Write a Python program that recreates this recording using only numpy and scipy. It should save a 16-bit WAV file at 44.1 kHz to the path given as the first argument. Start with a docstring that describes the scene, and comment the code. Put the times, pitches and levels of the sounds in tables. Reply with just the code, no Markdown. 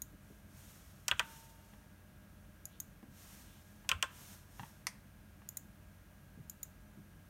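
"""A desk in a small, quiet room, where someone edits two numbers at a computer.
The mouse clicks, and twice a single keystroke thumps the desk: each impact excites damped modes of
the struck part, followed by scatter from desk and screen and by the room's reverberation.
A sleeve swishes by friction as the hand crosses to the keyboard and back to land on the mouse.
Behind it all, the computer's fan and drive hum over a low rumble and an airy hiss."""
import sys
import numpy as np
from scipy import signal
from scipy.fft import rfft, irfft, next_fast_len
from scipy.io import wavfile
from scipy.ndimage import map_coordinates

SR = 44100
rng = np.random.default_rng(int(sys.argv[2]) if len(sys.argv) > 2 else 0)


def master(y):
    """Save y as 16-bit WAV."""
    cut = np.clip(np.atleast_2d(y).T, -1, 1)
    pcm = np.round(cut * 32767)  # scale
    wavfile.write(sys.argv[1], SR, pcm.astype(np.int16))


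N = 321489

# Key contacts: finger meets cap, cap bottoms out, cap springs back. Each row: start in seconds,
# cap level in dB, stem level in dB, relative case level in dB, pitch ratio, key (0 or 1).
KEY_CONTACTS = [(1.0820, -28, -37.5, -35.5, 1, 0), (1.1134, -43, -24.5, -29, 1.01, 0),
                (1.1947, -34, -26.5, -28.5, 1.004, 0), (3.8912, -29, -30.5, -35, 1.02, 1),
                (3.9155, -39, -24.5, -32, 0.92, 1), (4.0263, -30.5, -27.5, -29.5, 0.98, 1)]
# Spectra of the key cap, the stem striking its stop, and the hollow case.
# Each row: frequency in Hz, relative spectral density in dB.
CAP_SPECTRUM = [(400, -32.5), (1800, -16), (2600, 2), (4000, -1.5), (5000, 0), (6000, 2.5), (8500, -1),
                (9600, -11.5), (12000, -9.5), (15000, -12)]
STEM_SPECTRUM = [(400, -36), (1500, -15.5), (2100, -11.5), (2500, 2.5), (3350, 2.5), (3900, -11),
                 (5000, -24.5), (9000, -46)]
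CASE_SPECTRUM = [(150, -25), (400, -12.5), (600, -4), (740, -9), (1000, -3.5), (1500, 5), (2000, -5),
                 (3200, -16), (4200, -26), (9000, -45)]
# Distinct modes of the keyboard's case. Each row: frequency in Hz, 60 dB decay time in seconds,
# relative level in dB under key 0, the same under key 1.
CASE_MODES = [(970, 0.07, 2.5, -14.5), (1060, 0.1, -10, 4.5), (1244, .09, -7, -18.5), (1418, 0.1, -2, -2),
              (1555, 0.14, -5.5, -6), (1780, 0.043, 2, -14.5), (1960, 0.068, 1, -16),
              (2490, 0.092, -6, -11), (2650, 0.16, -12, -11), (3110, .16, -13, -12), (3210, 0.08, -18, -10),
              (3440, 0.097, -20, -4), (8260, .11, -33, -14)]
# Partials of a freed key's spring.
# Each row: start in seconds, frequency in Hz, level in dB, 60 dB decay time in seconds.
SPRING_PARTIALS = [(1.1946, 906, -57, 1.85), (1.1946, 1463, -56.5, 0.54), (1.1946, 2835, -70, 2.2),
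                   (4.026, 988, -64, 1.6), (4.026, 1787, -62, 0.62), (4.026, 2800, -69, .45),
                   (4.026, 3070, -66, 0.77)]
# Mouse clicks. Each row: start in seconds, level in dB, pitch ratio, stroke (0 press, 1 release).
BUTTON_CLICKS = [(0.0192, -38, 0.97, 1), (2.6545, -41.5, 0.97, 0), (2.8014, -37.5, 0.96, 1),
                 (5.489, -40.5, 1, 0), (5.571, -37, 0.99, 1), (6.4976, -41.5, 1, 0), (6.6310, -38, 0.98, 1)]
# Modes of the switch and its shell. Each row: nominal frequency in Hz, nominal width in Hz,
# relative level in dB on press, the same on release.
SWITCH_MODES = [(2060, 420, -34, -17.5), (3970, 440, -25, -13.5), (5300, 890, -19, -33),
                (6500, 510, -10, -10), (6975, 400, -0.5, 5), (8900, 890, -15, -8), (10050, 430, -12.5, -8),
                (11320, 400, -5.5, -5.5), (12230, 700, -6.5, -13), (14300, 1000, -11, -2.5)]
# Thin after-ring of the steel leaf. 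Each row: nominal frequency in Hz, 60 dB decay time in seconds,
# level in dB relative to the click on press, the same on release.
LEAF_MODES = [(6880, 0.15, -34, -31), (12100, 0.14, -17, -30), (14400, .12, -31, -19)]
# Soft bumps of the hand on plastic, and a fingernail landing on the mouse.
# Each row: start in seconds, level in dB.
HAND_BUMPS = [(1.735, -58), (3.029, -59.5), (3.847, -58), (4.5958, -41), (4.633, -44), (5.419, -58.5)]
NAIL_TAPS = [(4.8691, -31.5)]
# Spectra of the bumped shell and the nail's tap.
# Each row: frequency in Hz, relative spectral density in dB.
SHELL_SPECTRUM = [(120, 2), (220, -2), (400, -17), (700, -11), (880, 6.5), (1060, 0), (1350, -12),
                  (1800, -3.5), (2200, -17), (2750, -10.5), (3600, -19.5), (5000, -30), (12000, -42.5)]
NAIL_SPECTRUM = [(300, -23), (1000, -3.5), (1700, -6), (1950, 2.5), (2300, 2), (2600, -8), (4000, -11.5),
                 (4500, -4), (5900, -2), (7600, -14), (9200, -2.5), (10000, -18), (11500, -11),
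                 (15000, -30)]
# Blows of hand and keys on the desk top. Each row: start in seconds, level in dB, frequency in Hz.
DESK_BLOWS = [(.13, -54, 190), (0.302, -51.5, 229), (1.112, -40.5, 66), (3.028, -47, 212),
              (3.085, -51.5, 148), (3.919, -38.5, 70), (4.597, -45, 132), (5.644, -54, 176),
              (6.375, -42.5, 137), (6.974, -46, 156)]
# A fingertip or key stem rubs on plastic.
# Each row: midpoint in seconds, half-duration in seconds, level in dB, centre frequency in Hz.
PLASTIC_RUBS = [(1.182, .02, -65, 7500), (2.744, 0.076, -71.5, 3250), (3.53, .12, -71.5, 3000)]
# Slides of the arm. Each row: time of reaching full speed in seconds, hold in seconds,
# release time in seconds, level in dB.
ARM_SLIDES = [(.29, .05, .45, -73), (0.628, 0.073, 0.64, -62), (1.337, 0.026, .3, -58.5),
              (1.7, 0.045, 0.22, -72), (3.244, 0.15, 0.31, -60), (3.6, 0.17, 0.59, -71.5),
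              (4.22, 0.12, 0.15, -58), (4.61, 0.062, 0.2, -62.5)]
# Spectrum of sliding cloth. Each row: frequency in Hz, relative spectral density in dB.
CLOTH_SPECTRUM = [(400, -5.5), (1200, -1.5), (2600, -3.5), (3050, -3), (3500, -3), (4900, -5.5),
                  (5450, -0.5), (6900, -0.5), (7600, -4), (8400, -1.5), (9000, -2), (10400, -5.5),
                  (12500, -1), (15500, -9)]
# Tones of the drive and fan. Each row: frequency in Hz, relative level in dB.
HUM_TONES = [(91.5, -65), (204.6, -70), (613.7, -81.5), (1292, -84.5), (1432, -83), (1567, -84),
             (1637, -77.5)]
# Spectra of the computer case's rumble and the fan's hiss.
# Each row: frequency in Hz, relative spectral density in dB.
RUMBLE_SPECTRUM = [(30, -17), (41, -3), (49, 4.5), (60, -2.5), (72, -1.5), (105, -8), (138, -2),
                   (165, -5.5), (205, -3), (240, -12.5), (305, -12), (370, -20.5), (500, -25.5), (900, -66)]
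HISS_SPECTRUM = [(250, -5.5), (450, -4), (600, 3.5), (760, -1.5), (1100, -3), (1600, -2.5), (1850, -4.5),
                 (2800, -8), (4900, -15), (6000, -12), (7700, -15.5), (9500, -11.5), (10400, -15),
                 (12500, -10.5), (15500, -15)]
# Reverberation of the room. Each row: frequency in Hz, 60 dB decay time in seconds.
ROOM_DECAY = [(200, 0.37), (1000, 0.67), (3000, 0.41), (7000, 0.31), (14000, 0.43)]

HIT = 32768  # samples in one impact response
HIT_T, HIT_HZ = np.arange(HIT) / SR, np.fft.rfftfreq(HIT, 1 / SR)


def keyboard():
    """Impact excitation: each contact ticks the cap, clacks the stem and rings the less damped case."""
    out = np.zeros(N)
    for start, cap_db, stem_db, case_db, pitch, key in KEY_CONTACTS:
        hz = HIT_HZ / pitch
        cap = impact(colour(CAP_SPECTRUM, hz), t60=0.018, rise_s=0.00087,
                     snap_db=-0.5, desk_db=-18.5, room_db=-23.5)
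        stem = impact(colour(STEM_SPECTRUM, hz), t60=0.022, rise_s=0.001,
                      snap_db=5, desk_db=-21.5, room_db=-22.5)
        case = impact(colour(CASE_SPECTRUM, hz), t60=0.068, rise_s=0.0021,
                      snap_db=-18.5, desk_db=-12, room_db=-14)
        add(out, start, amp(cap_db) * cap + amp(stem_db) * stem)
        add(out, start, amp(case_db - 3.5) * case + amp(case_db - 4.5) * case_ring(key))
    return out


def case_ring(key):
    """Modal superposition: where the key sits sets how strongly each mode of the case is excited."""
    ring = np.zeros(HIT)
    for hz, t60, key0_db, key1_db in CASE_MODES:
        db = (key1_db if key else key0_db) + rng.normal(0, 1.5)  # each contact shares energy anew
        ring += amp(db) * decay(t60) * np.sin(2 * np.pi * (hz * HIT_T + rng.random()))
    onset = 1 - np.exp(-HIT_T / 0.0013)
    return burst(ring * onset)


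def key_springs():
    """Free vibration: the spring of a released key rings on in lightly damped partials."""
    out = np.zeros(N)
    for start, hz, db, t60 in SPRING_PARTIALS:
        add(out, start, amp(db) * decay(t60) * np.sin(2 * np.pi * hz * HIT_T))
    return out


def mouse_button():
    """Snap-through: the leaf flips over and back, ringing the same modes at different strengths."""
    out = np.zeros(N)
    for start, db, pitch, released in BUTTON_CLICKS:
        power = amp(-29.5) ** 2  # floor between the resonances
        for hz, width, press_db, release_db in SWITCH_MODES:
            detuning = 2 * (HIT_HZ / pitch - hz) / width
            power += amp(release_db if released else press_db) ** 2 / (1 + detuning ** 2) ** 1.63
        bass_cut = HIT_HZ / (HIT_HZ + 600)
        click = impact(np.sqrt(power) * bass_cut, t60=0.016, rise_s=0.00096,
                       snap_db=-1.5, desk_db=-19.5, room_db=-19.5)
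        add(out, start, amp(db) * click)
        for hz, t60, press_db, release_db in LEAF_MODES:
            ring = decay(t60) * np.sin(2 * np.pi * hz * pitch * HIT_T)
            add(out, start, amp(db + (release_db if released else press_db)) * ring)
    return out


def hand_contacts():
    """Contact hardness sets brightness: the soft hand bumps plastic dully, the nail taps it sharply."""
    out = np.zeros(N)
    for start, db in HAND_BUMPS:
        bump = impact(colour(SHELL_SPECTRUM, HIT_HZ), t60=0.036, rise_s=0.0015,
                      snap_db=0, desk_db=-11, room_db=-17.5)
        add(out, start, amp(db) * bump)
    for start, db in NAIL_TAPS:
        tap = impact(colour(NAIL_SPECTRUM, HIT_HZ), t60=0.027, rise_s=0.00058,
                     snap_db=0.5, desk_db=-11.5, room_db=-17.5)
        add(out, start, amp(db) * tap)
    return out


def desk_thumps(decay_cycles=16.3):
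    """Constant-Q damping: the desk top rings for a set number of cycles, so deep thumps last longer."""
    out = np.zeros(N)
    for start, db, hz in DESK_BLOWS:
        resonance = (HIT_HZ / hz) ** 3 / (1 + (HIT_HZ / hz) ** 6)
        thump = impact(resonance, t60=decay_cycles / hz, rise_s=0.89 / hz,
                       snap_db=-4.5, desk_db=-14, room_db=-14)
        add(out, start, amp(db) * thump)
    return out


def plastic_rubs():
    """Sliding friction: a fingertip or key stem on plastic gives a brief swell of band-limited noise."""
    out = np.zeros(N)
    for middle, half_s, db, hz in PLASTIC_RUBS:
        band = 1 / (1 + (2.9 * np.log((HIT_HZ + 1) / hz)) ** 2) ** 2
        friction = unit(irfft(rfft(rng.standard_normal(HIT)) * band))
        swell = np.sin(np.pi * np.minimum(HIT_T / (2 * half_s), 1)) ** 2
        add(out, middle - half_s, amp(db) * friction * swell)
    return out


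def sleeve(attack_s=0.18, release_drop_db=18):
    """Friction noise: cloth on the desk swells and dies with the arm's speed; its weave flutters it."""
    t = np.arange(N) / SR
    power = np.zeros(N)  # incoherent swishes add in power
    for full_speed_at, hold_s, release_s, db in ARM_SLIDES:
        swell = np.cos(np.pi / 2 * np.clip((full_speed_at - t) / attack_s, 0, 1)) ** 2
        slowing_db = release_drop_db * np.maximum(t - full_speed_at - hold_s, 0) / release_s
        power += (swell * amp(db - slowing_db)) ** 2
    flutter = amp(0.66 * wobble(52))
    return np.sqrt(power) * flutter * noise(CLOTH_SPECTRUM)


def computer():
    """Tonal and broadband machine noise: fan and drive hum unsteadily over case rumble and air hiss."""
    t = np.arange(N) / SR
    tones = np.zeros(N)
    for hz, db in HUM_TONES:
        level = amp(db + 0.83 * wobble(3.06))
        phase = 2 * np.pi * hz * t + 0.75 * wobble(4)
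        tones += level * np.sqrt(2) * np.sin(phase)
    rumble = amp(-60.5 + 0.36 * wobble(4.6)) * noise(RUMBLE_SPECTRUM)
    hiss = amp(-67.5) * noise(HISS_SPECTRUM)
    return amp(-1) * tones + rumble + hiss


def impact(gain, t60, rise_s, snap_db, desk_db, room_db):
    """Impulse response: a snap and dense ringing, then scatter from desk and screen, then the room."""
    response = minimum_phase(gain)
    snap = amp(snap_db) * burst(irfft(response))
    ring = filtered_burst(dying_noise(t60, rise_s), response)
    scatter = filtered_burst(dying_noise(t60=0.098, rise_s=0.0075), response)
    # Sound sent out in all directions returns with blunter peaks than the direct path has.
    spread = np.geomspace(0.9, 1.11, 15)
    diffuse_power = sum(np.interp(HIT_HZ * ratio, HIT_HZ, gain ** 2) for ratio in spread)
    reverberation = filtered_burst(room_tail(), minimum_phase(np.sqrt(diffuse_power)))
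    return burst(snap + ring) + amp(desk_db) * scatter + amp(room_db) * reverberation


def room_tail(build_up_s=0.0064):
    """Reverberation: the diffuse field decays exponentially in each band, the midrange most slowly."""
    hz, t, bands = signal.stft(rng.standard_normal(HIT), SR, nperseg=256)
    fading = amp(-60 * t / log_interp(ROOM_DECAY, hz)[:, None])
    tail = signal.istft(bands * fading, SR, nperseg=256)[1][:HIT]
    return tail * (1 - np.exp(-(HIT_T / build_up_s) ** 2))


def dying_noise(t60, rise_s):
    """Many overlapping modes or reflections merge into noise that builds up and decays."""
    onset = 1 - np.exp(-(HIT_T / rise_s) ** 2)
    return rng.standard_normal(HIT) * decay(t60) * onset


def decay(t60):
    """Exponential damping: a fall of 60 dB in t60 seconds."""
    return amp(-60 * HIT_T / t60)


def minimum_phase(gain):
    """Causality: folding the cepstrum gives a response of this gain that rings only after the blow."""
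    cepstrum = irfft(np.log(np.maximum(gain, 1e-5)))
    cepstrum[1:HIT // 2] *= 2
    cepstrum[HIT // 2 + 1:] = 0
    return np.exp(rfft(cepstrum))


def filtered_burst(drive, response):
    """Convolution: the drive passes through a frequency response and is scaled as a burst."""
    return burst(irfft(rfft(drive) * response))


def noise(spectrum):
    """Spectral shaping of white noise gives steady coloured noise of rms 1."""
    size = next_fast_len(N + 8192)
    gain = colour(spectrum, np.fft.rfftfreq(size, 1 / SR))
    return unit(irfft(rfft(rng.standard_normal(size)) * gain, size)[:N])


def wobble(rate):
    """Random modulation: a smooth curve through rate random values a second."""
    knots = rng.standard_normal(int(N * rate / SR) + 4)
    return map_coordinates(knots, [np.arange(N) * rate / SR])


def colour(spectrum, hz):
    """Gain of a (Hz, dB) spectral envelope, falling 12 dB an octave below its first point."""
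    return amp(log_interp(spectrum, hz)) * np.minimum(1, hz / spectrum[0][0]) ** 2


def log_interp(points, hz):
    """Interpolation of (Hz, value) points on a logarithmic frequency axis."""
    frequencies, values = np.transpose(points)
    return np.interp(np.log(hz + 1), np.log(frequencies + 1), values)


def burst(x):
    """Normalisation to the energy of five milliseconds at rms 1."""
    return unit(x) * np.sqrt(0.005 * SR / len(x))


def unit(x):
    """Normalisation to rms 1."""
    return x / np.sqrt(np.mean(x ** 2) + 1e-20)


def amp(db):
    """Amplitude ratio of a level in decibels."""
    return 10 ** (np.asarray(db) / 20)


def add(track, start, sound):
    """Superposition of a sound on the track from start seconds."""
    part = track[max(0, round(start * SR)):][:len(sound)]
    part += sound[:len(part)]


def scene():
    """Linear superposition: all sources sum at one point before the screen."""
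    keys_and_clicks = keyboard() + key_springs() + mouse_button()
    handling = hand_contacts() + desk_thumps() + plastic_rubs() + sleeve()
    return (keys_and_clicks + handling + computer())[None]


def record(dry, cutoff_hz=15900, edge_hz=300):
    """Band limiting: a steep low-pass filter removes the highest treble."""
    size = next_fast_len(N + 8192)
    hz = np.fft.rfftfreq(size, 1 / SR)
    low_pass = np.clip((cutoff_hz - hz) / edge_hz + 0.5, 0, 1)
    return irfft(rfft(dry, size) * low_pass, size)[..., :N]


dry = scene()
out = record(dry)
master(out)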